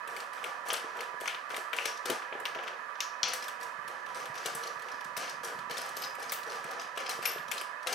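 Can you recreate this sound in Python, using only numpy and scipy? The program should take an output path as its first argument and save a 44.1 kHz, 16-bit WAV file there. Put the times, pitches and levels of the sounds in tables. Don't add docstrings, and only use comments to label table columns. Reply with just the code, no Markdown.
import sys
import numpy as np
from scipy import signal
from scipy.fft import rfft, irfft, next_fast_len
from scipy.io import wavfile

SR = 44100
rng = np.random.default_rng(int(sys.argv[2]) if len(sys.argv) > 2 else 0)


def gain_from_db(level_db):
    decades = np.asarray(level_db, float) / 20
    return 10 ** decades


def int16_out(signal):
    q = np.round(np.clip(np.atleast_2d(signal).T, -1, 1) * 32767)
    wavfile.write(sys.argv[1], SR, q.astype(np.int16))


N = 350154
T = np.arange(N) / SR
EARLY_S = .006

# (frequency [Hz], width [Hz], relative level [dB])
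RIM_MODES = [(1240, 1800, 7), (2230, 340, 8), (2750, 1660, 6), (3220, 1600, -12)]
HUB_MODES = [(4500, 2500, 3.5), (5130, 330, 2.5), (5840, 1100, 3), (6530, 1060, -3)]
NUT_MODES = [(8200, 2200, 0), (10400, 2200, -1), (12000, 1400, -2), (14000, 2600, -8)]
# (start [s], held [s], thread rattle level [dB],
# brightness relative to the rattle [dB], tyre creak level [dB])
FINGER_PUSHES = [(0.075, 0.13, -60, -7, -50.5), (0.33, 0.056, -61.5, -9, -56.5),
                 (0.43, 0.015, -52, -9, -46), (0.654, 0.03, -53.5, -7, -52), (0.684, 0.02, -62, -9, -44.5),
                 (0.72, 0.036, -57, -19, -47), (0.84, 0.059, -60, -17, -56),
                 (0.952, 0.074, -59.5, -12, -50), (1.202, 0.063, -56, -6.5, -50),
                 (1.493, 0.09, -57.5, -6, -50), (1.739, 0.091, -50.5, -10, -50.5),
                 (1.85, 0.015, -52, -17, -49.5), (2.051, 0.05, -47.5, -17, -41.5),
                 (2.32, 0.075, -69, -12, -48), (2.458, 0.092, -68, -22, -54.5),
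                 (2.551, 0.14, -60, -25, -50), (2.67, 0.017, -71, -25, -56),
                 (3.229, 0.079, -44.5, -49, -48), (3.42, 0.094, -63, -20, -57),
                 (3.599, 0.025, -56.5, -7, -55.5), (3.88, 0.056, -60.5, -14, -53),
                 (4.079, 0.017, -60, -12, -51.5), (4.15, 0.049, -52.5, -10.5, -49),
                 (4.339, .08, -53, -15, -50), (4.447, 0.01, -46, -14, -44.5),
                 (4.55, 0.14, -56.5, -10.5, -51), (4.82, 0.12, -61.5, -14, -52.5),
                 (5.168, 0.055, -46.5, -16, -46.5), (5.433, .01, -49, -5.5, -43.5),
                 (5.444, 0.017, -59, -12, -52), (5.696, 0.15, -51.5, -13.5, -49.5),
                 (5.954, 0.087, -55, -8.5, -51), (6.184, 0.061, -54.5, -12, -49.5),
                 (6.31, 0.016, -52.5, -10, -50.5), (6.46, .1, -53, -10.5, -48.5),
                 (6.639, 0.13, -58, -14, -48.5), (6.779, 0.018, -54.5, -16, -69),
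                 (6.953, 0.0036, -50, -15, -56), (6.973, 0.053, -55, -27, -48),
                 (7.088, 0.0079, -48.5, -7, -43), (7.22, 0.076, -48, -12, -48),
                 (7.508, 0.028, -48.5, -13, -50.5), (7.863, .1, -44.5, -18, -45.5)]


def on_log(hz, table):
    f, v = np.transpose(table)
    return np.interp(np.log(np.maximum(hz, 1)), np.log(f), v)


def colour(x, gain):
    n = next_fast_len(x.shape[-1])
    hz = np.arange(n // 2 + 1) * SR / n
    return irfft(rfft(x, n) * gain(hz), n)[..., :x.shape[-1]]


def resonances(table):
    def gain(f):
        peaks = (gain_from_db(db) ** 2 / (1 + (2 * (f - hz) / width) ** 2) ** 2.5 for hz, width, db in table)
        return np.sqrt(sum(peaks))
    return gain


def level(x, db):
    return x * gain_from_db(db) / np.sqrt(np.mean(x ** 2))


def peak_one(grains):
    return grains / np.abs(grains).max(axis=1, keepdims=True)


def place(times, grains):
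    out = np.zeros(N + grains.shape[1])
    for s, grain in zip(times, grains):
        i = min(int(s * SR), N)
        out[i:i + len(grain)] += grain
    return out[:N]


def thin_bass(x):
    return colour(x, lambda f: np.clip(f / 1300, 0, 1) ** 2)


def tones(table, attack_s, spread, size):
    s, db, hz, t60 = np.transpose(table)[:, :, None]
    t = np.arange(size) / SR
    shape = (1 - np.exp(-t / attack_s)) * np.exp(-np.log(1000) * t / t60)
    cluster = sum(np.sin(2 * np.pi * hz * (1 + k * spread) * t) for k in (-1, 0, 1))
    return place(s[:, 0], gain_from_db(db) * peak_one(shape * cluster))


def ticks(per_s, spread_db):
    chance = rng.random((N, 2))
    excess = np.minimum(-np.log(1 - chance[:, 1]), 4)
    size = gain_from_db(spread_db * excess) * rng.choice([-1, 1], N)
    return level((chance[:, 0] < per_s / SR) * size, 0)


def blows(contact_ms, size=1024):
    grit_db = -5
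    ms = (np.arange(size) - 88) * 1000 / SR
    grit = gain_from_db(grit_db) * rng.standard_normal((len(contact_ms), size))
    swell = np.clip(ms / contact_ms[:, None], 0, 1)
    decay = np.exp(-np.maximum(ms, 0) / np.clip(contact_ms, .1, 6)[:, None])
    return (ms == 0) + grit * swell * decay


def pushes(rows, db, fall_db_per_s, rest_db):
    rise_s = 0.00066
    power = gain_from_db(rest_db) ** 2
    for (s, held_s, *_), peak_db in zip(rows, db):
        rise = np.clip((T - s) / rise_s, 0, 1)
        fall_db = fall_db_per_s * np.maximum(T - s - held_s, 0)
        power = power + (rise * gain_from_db(peak_db - fall_db)) ** 2
    return 10 * np.log10(power)


def air():
    # (frequency [Hz], relative density [dB])
    hiss_spectrum = [(25, 27.5), (60, 12), (120, -6), (300, -10.5), (1000, 4), (3000, -5.5), (5000, -9.5),
                     (8000, -16.5), (12000, -21), (16000, -33)]
    shared, left, right = rng.standard_normal((3, N))
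    apart = colour(np.array([left, right]), lambda f: np.clip(f / 300, 0, 2))
    return level(colour(shared + apart, lambda f: gain_from_db(on_log(f, hiss_spectrum))), -51.5)


def camera_fan():
    # (frequency [Hz], width [Hz], relative level [dB])
    case_right = [(250, 48, -21), (568, 66, -7), (655, 340, -9), (986.6, 83, 4.5), (1180, 110, 5),
                  (1309, 106, 1.5), (1510, 600, -7.5), (1734, 152, 2.5), (1657, 26, 2), (1942, 113, -3.5),
                  (2513, 200, -10.5), (3005, 58, -21)]
    case_left = [(490, 490, -5), (920, 200, -23.5), (976, 220, 12.5), (1130, 250, -7), (1645, 190, 9),
                 (2180, 200, 4), (2080, 100, -24), (3060, 180, 2)]
    right_db, left_db, likeness = -38, -51.5, 0.59
    whine_hz, whine_db = 2136, -63
    rush, other = rng.standard_normal((2, N))
    left_rush = likeness * rush + np.sqrt(1 - likeness ** 2) * other
    left = level(colour(left_rush, resonances(case_left)), left_db)
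    right = level(colour(rush, resonances(case_right)), right_db)
    whine = np.sqrt(2) * gain_from_db(whine_db) * np.sin(2 * np.pi * whine_hz * T)
    return np.array([left, right + whine])


def room():
    # (frequency [Hz], t60 [s])
    reverberation = [(200, 0.088), (1000, 0.21), (3000, 0.36), (6000, 0.37), (12000, 0.29), (16000, 0.17)]
    # (frequency [Hz], share of power common to both sides [0 to 1])
    coherence = [(100, 0.91), (500, 0.52), (2500, 0.97), (6000, 0.87), (12000, 0.29)]
    room_db = 1
    t = np.arange(SR // 2) / SR
    shared, left, right = rng.standard_normal((3, len(t)))
    tail = 0
    for hz in 100 * 2 ** np.arange(0, 8, .5):
        like = on_log(hz, coherence)
        noise = np.sqrt(like) * shared + np.sqrt(1 - like) * np.array([left, right])
        band = colour(noise, lambda f: np.clip(1 - 2 * np.abs(np.log2(np.maximum(f, 1) / hz)), 0, 1))
        tail = tail + band * (t >= EARLY_S) * np.exp(-np.log(1000) * t / on_log(hz, reverberation))
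    return gain_from_db(room_db) * tail / np.sqrt(np.sum(tail ** 2) / 2)


def blended_room(x):
    step_s = .23
    turn = T / step_s
    wet = 0
    for k in range(4):
        share = np.clip(1 - np.abs((turn - k + 2) % 4 - 2), 0, 1)
        wet = wet + signal.oaconvolve((np.sqrt(share) * x)[None], room(), axes=1)[:, :N]
    return wet


def table_rumble():
    # (time [s], rumble level [dB])
    lean = [(0, -71), (0.7, -77), (1.3, -72), (1.9, -85), (2.5, -69), (3.0, -80), (3.4, -71), (4.4, -65),
            (5.1, -66.5), (5.8, -62.5), (6.7, -67), (7.5, -65.5), (7.94, -80)]
    grumble = colour(ticks(per_s=160, spread_db=4), resonances([(144, 350, 0)]))
    return gain_from_db(np.interp(T, *np.transpose(lean))) * level(grumble, 0)


def wheel_rocks():
    # (time [s], peak level [dB], middle pitch [Hz])
    rock_rows = [(1.14, -55, 175), (2.049, -53, 242), (2.096, -40, 304), (2.139, -47, 274),
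                 (3.232, -46, 143), (3.785, -50, 142), (4.297, -42, 130), (4.456, -54, 154),
                 (4.548, -46, 165), (4.764, -49, 117), (5.054, -47, 185), (5.173, -49, 163),
                 (5.586, -45, 138), (5.708, -47, 177), (6.317, -52, 168), (6.648, -47, 150),
                 (7.187, -47.5, 131), (7.388, -48, 135), (7.49, -52, 177)]
    return tones([(*row, .05) for row in rock_rows], attack_s=0.0022, spread=0.17, size=9000)


def tyre_bumps():
    # (time [s], peak level [dB], middle pitch [Hz])
    bump_rows = [(0.445, -39.5, 543), (0.663, -35, 690), (0.727, -30, 567), (0.844, -37, 390),
                 (1.141, -37, 533), (1.216, -31.5, 510), (1.538, -35, 545), (1.581, -32, 540),
                 (1.734, -36, 544), (1.857, -33, 500), (2.059, -32, 460), (2.097, -24.5, 505),
                 (2.104, -24, 410), (2.118, -33, 320), (2.131, -30, 500), (2.162, -34, 560),
                 (2.325, -35, 545), (2.352, -32, 483), (2.561, -31, 550), (2.591, -33, 634),
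                 (4.17, -45, 426), (4.458, -32, 540), (4.536, -38, 514), (5.175, -35, 560),
                 (5.714, -38, 500), (5.971, -39.5, 537), (6.323, -33, 640), (6.686, -55, 516),
                 (6.974, -32.5, 540), (7.19, -34, 486), (7.36, -31, 505), (7.615, -38.5, 504),
                 (7.87, -35, 615)]
    return tones([(*row, .03) for row in bump_rows], attack_s=.002, spread=.14, size=4000)


def tyre_creak():
    # (frequency [Hz], width [Hz], relative level [dB])
    tyre_modes = [(340, 280, -9.5), (496.4, 157, 5.5), (741, 275, 2.5), (1400, 1140, -4)]
    creak_db = np.transpose(FINGER_PUSHES)[4]
    swell_db = pushes(FINGER_PUSHES, creak_db, fall_db_per_s=96, rest_db=-63)
    return gain_from_db(swell_db) * level(colour(ticks(per_s=900, spread_db=3.2), resonances(tyre_modes)), 0)


def squeaks():
    # (start [s], held [s], level [dB])
    squeak_rows = [(4.92, 0.03, -60), (6.015, 0.016, -44), (6.279, 0.03, -57), (6.5, 0.023, -53),
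                   (6.79, 0.03, -55), (7.062, 0.05, -50), (7.27, 0.031, -55), (7.57, 0.021, -49)]
    # (frequency [Hz], width [Hz], relative level [dB])
    stud_mode = [(5030, 380, 0)]
    db = pushes(squeak_rows, np.transpose(squeak_rows)[2], fall_db_per_s=400, rest_db=-95)
    return gain_from_db(db) * level(colour(ticks(per_s=720, spread_db=2.0), resonances(stud_mode)), 0)


def taps(rattle_db, count):
    over_rattle_db, spread_db = 12, 4
    shares_db = (-14.5, -14, -20)
    s = rng.random(count) * N / SR
    chance = spread_db * rng.standard_normal((count, 4))
    tap_db = np.interp(s, T, rattle_db) + over_rattle_db + chance[:, 0]
    return np.column_stack([s + 0.0018, tap_db, shares_db + chance[:, 1:]])


def thread_rattle():
    fall_db_per_s = 159
    rest_db, rest_bright_db = -88, -29
    _, _, rattle_db, bright_db, _ = np.transpose(FINGER_PUSHES)
    dull_db = pushes(FINGER_PUSHES, rattle_db, fall_db_per_s, rest_db)
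    sharp_db = pushes(FINGER_PUSHES, rattle_db + bright_db, fall_db_per_s, rest_db + rest_bright_db)
    chatter = ticks(per_s=1300, spread_db=4)
    dull = gain_from_db(dull_db) * level(colour(chatter, resonances(RIM_MODES + HUB_MODES)), 0)
    sharp = gain_from_db(sharp_db) * level(colour(chatter, resonances(NUT_MODES)), 0)
    return dull + sharp, taps(dull_db, count=45)


def metal_pings():
    # (time [s], peak level before the bass loss [dB], middle pitch [Hz], t60 [s])
    ping_rows = [(0.7035, -18.5, 3050, 0.004), (0.739, -32, 2670, 0.004), (1.787, -16.5, 2680, 0.0037),
                 (1.858, -30.5, 5260, 0.008), (1.862, -32, 6200, 0.008), (1.876, -31, 5600, 0.012),
                 (2.454, -40, 13700, .012), (2.454, -41, 8800, .01), (3.005, -29, 5700, 0.0074),
                 (3.0052, -24.5, 6170, 0.0041), (3.005, -36, 13300, 0.0054), (3.231, -20, 5700, 0.0089),
                 (3.2315, -17, 4330, .005), (3.232, -17.5, 3180, .005), (3.231, -50, 14300, .04),
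                 (3.231, -51, 10800, .02), (3.425, -35, 5130, 0.011), (4.147, -40.5, 8500, 0.0091),
                 (5.78, -31, 5100, .008), (5.968, -34.5, 11800, .03), (6.02, -35, 12070, .02),
                 (7.255, -24, 10800, 0.004), (7.272, -33, 10600, .005), (7.257, -25, 11900, 0.19),
                 (7.2575, -26, 5400, 0.01), (7.2548, -20.5, 2750, 0.0045), (7.2575, -29, 2270, 0.0066)]
    return thin_bass(tones(ping_rows, attack_s=.0005, spread=.004, size=9000))


def snaps():
    # (time [s], peak level [dB])
    snap_rows = [(3.3334, -48), (3.3388, -31), (3.481, -42), (6.32, -20), (6.3244, -30), (6.7101, -49),
                 (7.0933, -38), (7.5128, -39)]
    # (frequency [Hz], width [Hz], relative level [dB])
    snap_band = [(14300, 5000, 0)]
    contact_ms = .7
    s, db = np.transpose(snap_rows)
    bursts = colour(blows(np.full(len(s), contact_ms)), resonances(snap_band))
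    return place(s - .002, gain_from_db(db)[:, None] * peak_one(bursts))


def ring_parts(contact, shares):
    parts = 0
    for modes, share_db in zip((RIM_MODES, HUB_MODES, NUT_MODES), shares):
        parts = parts + gain_from_db(share_db)[:, None] * peak_one(colour(contact, resonances(modes)))
    return thin_bass(parts)


def near_echoes(s, clicks):
    early_db, likeness = 4, 0.81
    table_echo_s, table_echo_db = .0046, -11.5
    size = int(EARLY_S * SR)
    shared, left, right = rng.standard_normal((3, len(s), size)) / np.sqrt(size)
    table_echo = np.eye(1, size, int(table_echo_s * SR)) * gain_from_db(table_echo_db)
    near = []
    for own in (left, right):
        echo = gain_from_db(early_db) * (np.sqrt(likeness) * shared + np.sqrt(1 - likeness) * own)
        near.append(place(s - .002, signal.fftconvolve(clicks, echo + table_echo, axes=1)))
    return np.array(near)


def knocks(faint):
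    # (time [s], peak level [dB], rim share [dB], hub share [dB], nut share [dB])
    knock_rows = [(0.0758, -33, -11.5, -23, -13), (0.1652, -29, -9, -20, -12.5),
                  (0.2032, -30, -9.5, -13, -15), (0.3324, -37, -10, -16, -10), (0.377, -36, 31, -29, -15),
                  (0.4412, -24, 0, -20, -10.5), (0.6719, -37, -4, -17, -27), (0.685, -28.5, -9, -8, 1),
                  (0.704, -19, -8, -8, -38), (0.731, -21, -15, -22, -2), (0.7395, -19.5, -7, -16, -35),
                  (0.767, -31, -19, -4, -13), (0.9687, -39, -3, -19, -4), (0.9905, -34, 9, -14, -19),
                  (1.007, -25, 0, -9, -7), (1.2096, -31.5, -6, -15, -4), (1.2581, -25.5, 6, -21, -9),
                  (1.277, -15, -8.5, -22, -23.5), (1.3468, -26.5, 1, -14, -24),
                  (1.504, -26.5, -3, -12, -19), (1.5441, -24.5, 1, -20, -13),
                  (1.5644, -25.5, -9.5, -16, -9), (1.732, -19, 11, -14, -4), (1.7651, -28, -15, -19, -15),
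                  (1.787, -22, -6, -30, -27), (1.8555, -18, -8, -12, -12), (1.9734, -37.5, -20, -10, -19),
                  (2.0563, -22, -13, -11, -8.5), (2.0998, -18.5, -8.5, -12.5, -8),
                  (2.2226, -31.5, 7, -31, -23), (2.3265, -30, 6, -34, -37), (2.4, -38, -10, -24, -7),
                  (2.4545, -19, -4, -12, -24.5), (2.549, -27, -3, -18, -27), (2.588, -30.5, 8, -28, -36),
                  (2.6354, -31.5, 4, -18, -10), (2.672, -32, 6, -25, -18), (2.679, -26, 1, -15, -20),
                  (2.685, -33, 1, -9, -20), (2.955, -38, -5, -8, -31), (3.005, -19, -20, -20, -28),
                  (3.2316, -18, -7, 0, -22), (3.2345, -19, -10, -4, -28), (3.253, -27, -10, -4, -32),
                  (3.29, -28, -8, -4, -32), (3.3347, -20.5, -14.5, -13, -9), (3.4251, -31, -12, -11, -14),
                  (3.441, -32, -13, -14, -12), (3.4823, -28, -8, -15, -11.5), (3.61, -35.5, -4, -4, -6),
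                  (3.6304, -33, -17, -9, -8), (3.8784, -33, 1, -3, 2), (4.063, -36, -2.5, -11, -12),
                  (4.146, -38.5, -32, -11, -21), (4.2567, -33, 1, -9, -3), (4.3538, -35.5, -10, -19, -13.5),
                  (4.3813, -35, -17, -12, -18), (4.459, -20.5, -16, -15, -14), (4.5501, -25, -25, -20, -7),
                  (4.6354, -27, -14, -11, -19), (4.672, -32.5, -11.5, -3, -11), (4.795, -37, -7, -12, -11),
                  (4.821, -37, -10, -13, -13), (4.886, -34.5, 1, -4, -12), (4.917, -39, -16, -8, -14.5),
                  (5.009, -33.5, -10, -16, -21), (5.045, -35.5, -11, -2, -4),
                  (5.167, -24.5, -8.5, -8, -11.5), (5.171, -28, -15, -10, 13), (5.175, -27.5, -7, -4, -2),
                  (5.2794, -31.5, 9, -14, -14), (5.2954, -31, -29, -3, -8), (5.446, -28, -36, -11, -9),
                  (5.5895, -33.5, -7, -14, -16.5), (5.7095, -24.5, -8.5, -7, -12.5),
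                  (5.736, -47, -20, -22, -8), (5.77, -26, -6, -8, -12), (5.7803, -27, -7, -2, -1),
                  (5.815, -32, -14, -10, -6), (5.86, -41, -14, -13, -4), (5.89, -36, -26, -16, -9),
                  (5.9683, -28.5, -18, -4, -8), (6.022, -26, -11, -12, -16), (6.037, -29, -12, -5, -17),
                  (6.045, -32, -14, -8, -17), (6.151, -37.5, -8, -18, -9), (6.198, -42, -14, -10, 1),
                  (6.2255, -32.5, -15, -14, -13), (6.295, -30, -9, -2, -8), (6.321, -22, -11.5, -17, -11),
                  (6.3255, -29.5, -10, -16, -5), (6.334, -29, -16, -12, -6), (6.4316, -36, -14, -9, -12),
                  (6.4978, -38, -16, 0, -13), (6.642, -32, 5.5, -14, -2), (6.688, -44, -12, -10, -12),
                  (6.7099, -34.5, -18, -8, -11), (6.735, -33.5, -6, -6, -19),
                  (6.797, -32.5, -15, -6, -16.5), (6.815, -34, -12, -9, -12), (6.875, -46, -6, -12, -12),
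                  (6.975, -24.5, -8, -19, -16), (7.003, -28, -7, -29, -20), (7.0626, -24, -7, -10, -22),
                  (7.0936, -21, -11, -10, -9), (7.11, -28, -14, -10, -14), (7.2265, -25.5, 2, -9, -3),
                  (7.2548, -21, -17.5, -14, -19), (7.2578, -20, -1.5, -13, -9.5),
                  (7.3818, -31, 3, -19, -11), (7.4826, -34, 1, 0, -1), (7.5148, -20.5, -12.5, -23, -13.5),
                  (7.5797, -24.5, -16, -14, -19.5), (7.6126, -28.5, -3.5, -34, -4.5),
                  (7.829, -40, -6, -1, -5), (7.871, -19, -13, -17.5, -14), (7.927, -19.5, -18, -7, -8)]
    s, db, *shares = np.transpose([*knock_rows, *faint])
    contact_ms = 1.14 * gain_from_db(np.minimum(shares[2] - shares[0], 0))
    contact = blows(contact_ms)
    clicks = gain_from_db(db)[:, None] * peak_one(ring_parts(contact, shares))
    impulses = np.eye(1, contact.shape[1], 88).repeat(len(s), axis=0)
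    smooth = ring_parts(impulses, shares)
    smooth = smooth * np.sqrt(np.sum(clicks ** 2, axis=1) / np.sum(smooth ** 2, axis=1))[:, None]
    return place(s - .002, clicks), place(s - .002, smooth), near_echoes(s, clicks)


def scene():
    # (frequency [Hz], left minus right [dB])
    left_lead = [(100, -2), (500, 2), (1500, 10), (2800, 5.5), (5500, 4), (10000, 5.5), (15000, 0.5)]
    ping_room_db, bump_room_db = -5, -5
    rattle, faint = thread_rattle()
    clicks, smooth, near = knocks(faint)
    pings = metal_pings()
    bumps = tyre_bumps() + squeaks()
    wheel = wheel_rocks() + rattle + tyre_creak() + table_rumble() + snaps()
    to_room = smooth + gain_from_db(bump_room_db) * bumps + gain_from_db(ping_room_db) * pings + wheel
    wet = near + clicks + pings + bumps + wheel + blended_room(to_room)
    heard = [colour(x, lambda f: gain_from_db(side * on_log(f, left_lead) / 2)) for x, side in zip(wet, (1, -1))]
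    return np.array(heard) + camera_fan() + air()


def roll_off(x):
    return signal.sosfilt(signal.butter(12, 16510, fs=SR, output="sos"), x)


def record(dry):
    top_cut = signal.ellip(8, .2, 60, 16050, fs=SR, output="sos")
    bass_cut = signal.butter(3, 134, "high", fs=SR, output="sos")
    mix = signal.sosfilt(bass_cut, signal.sosfilt(top_cut, dry))
    return roll_off(mix)


dry = scene()
out = record(dry)
int16_out(out)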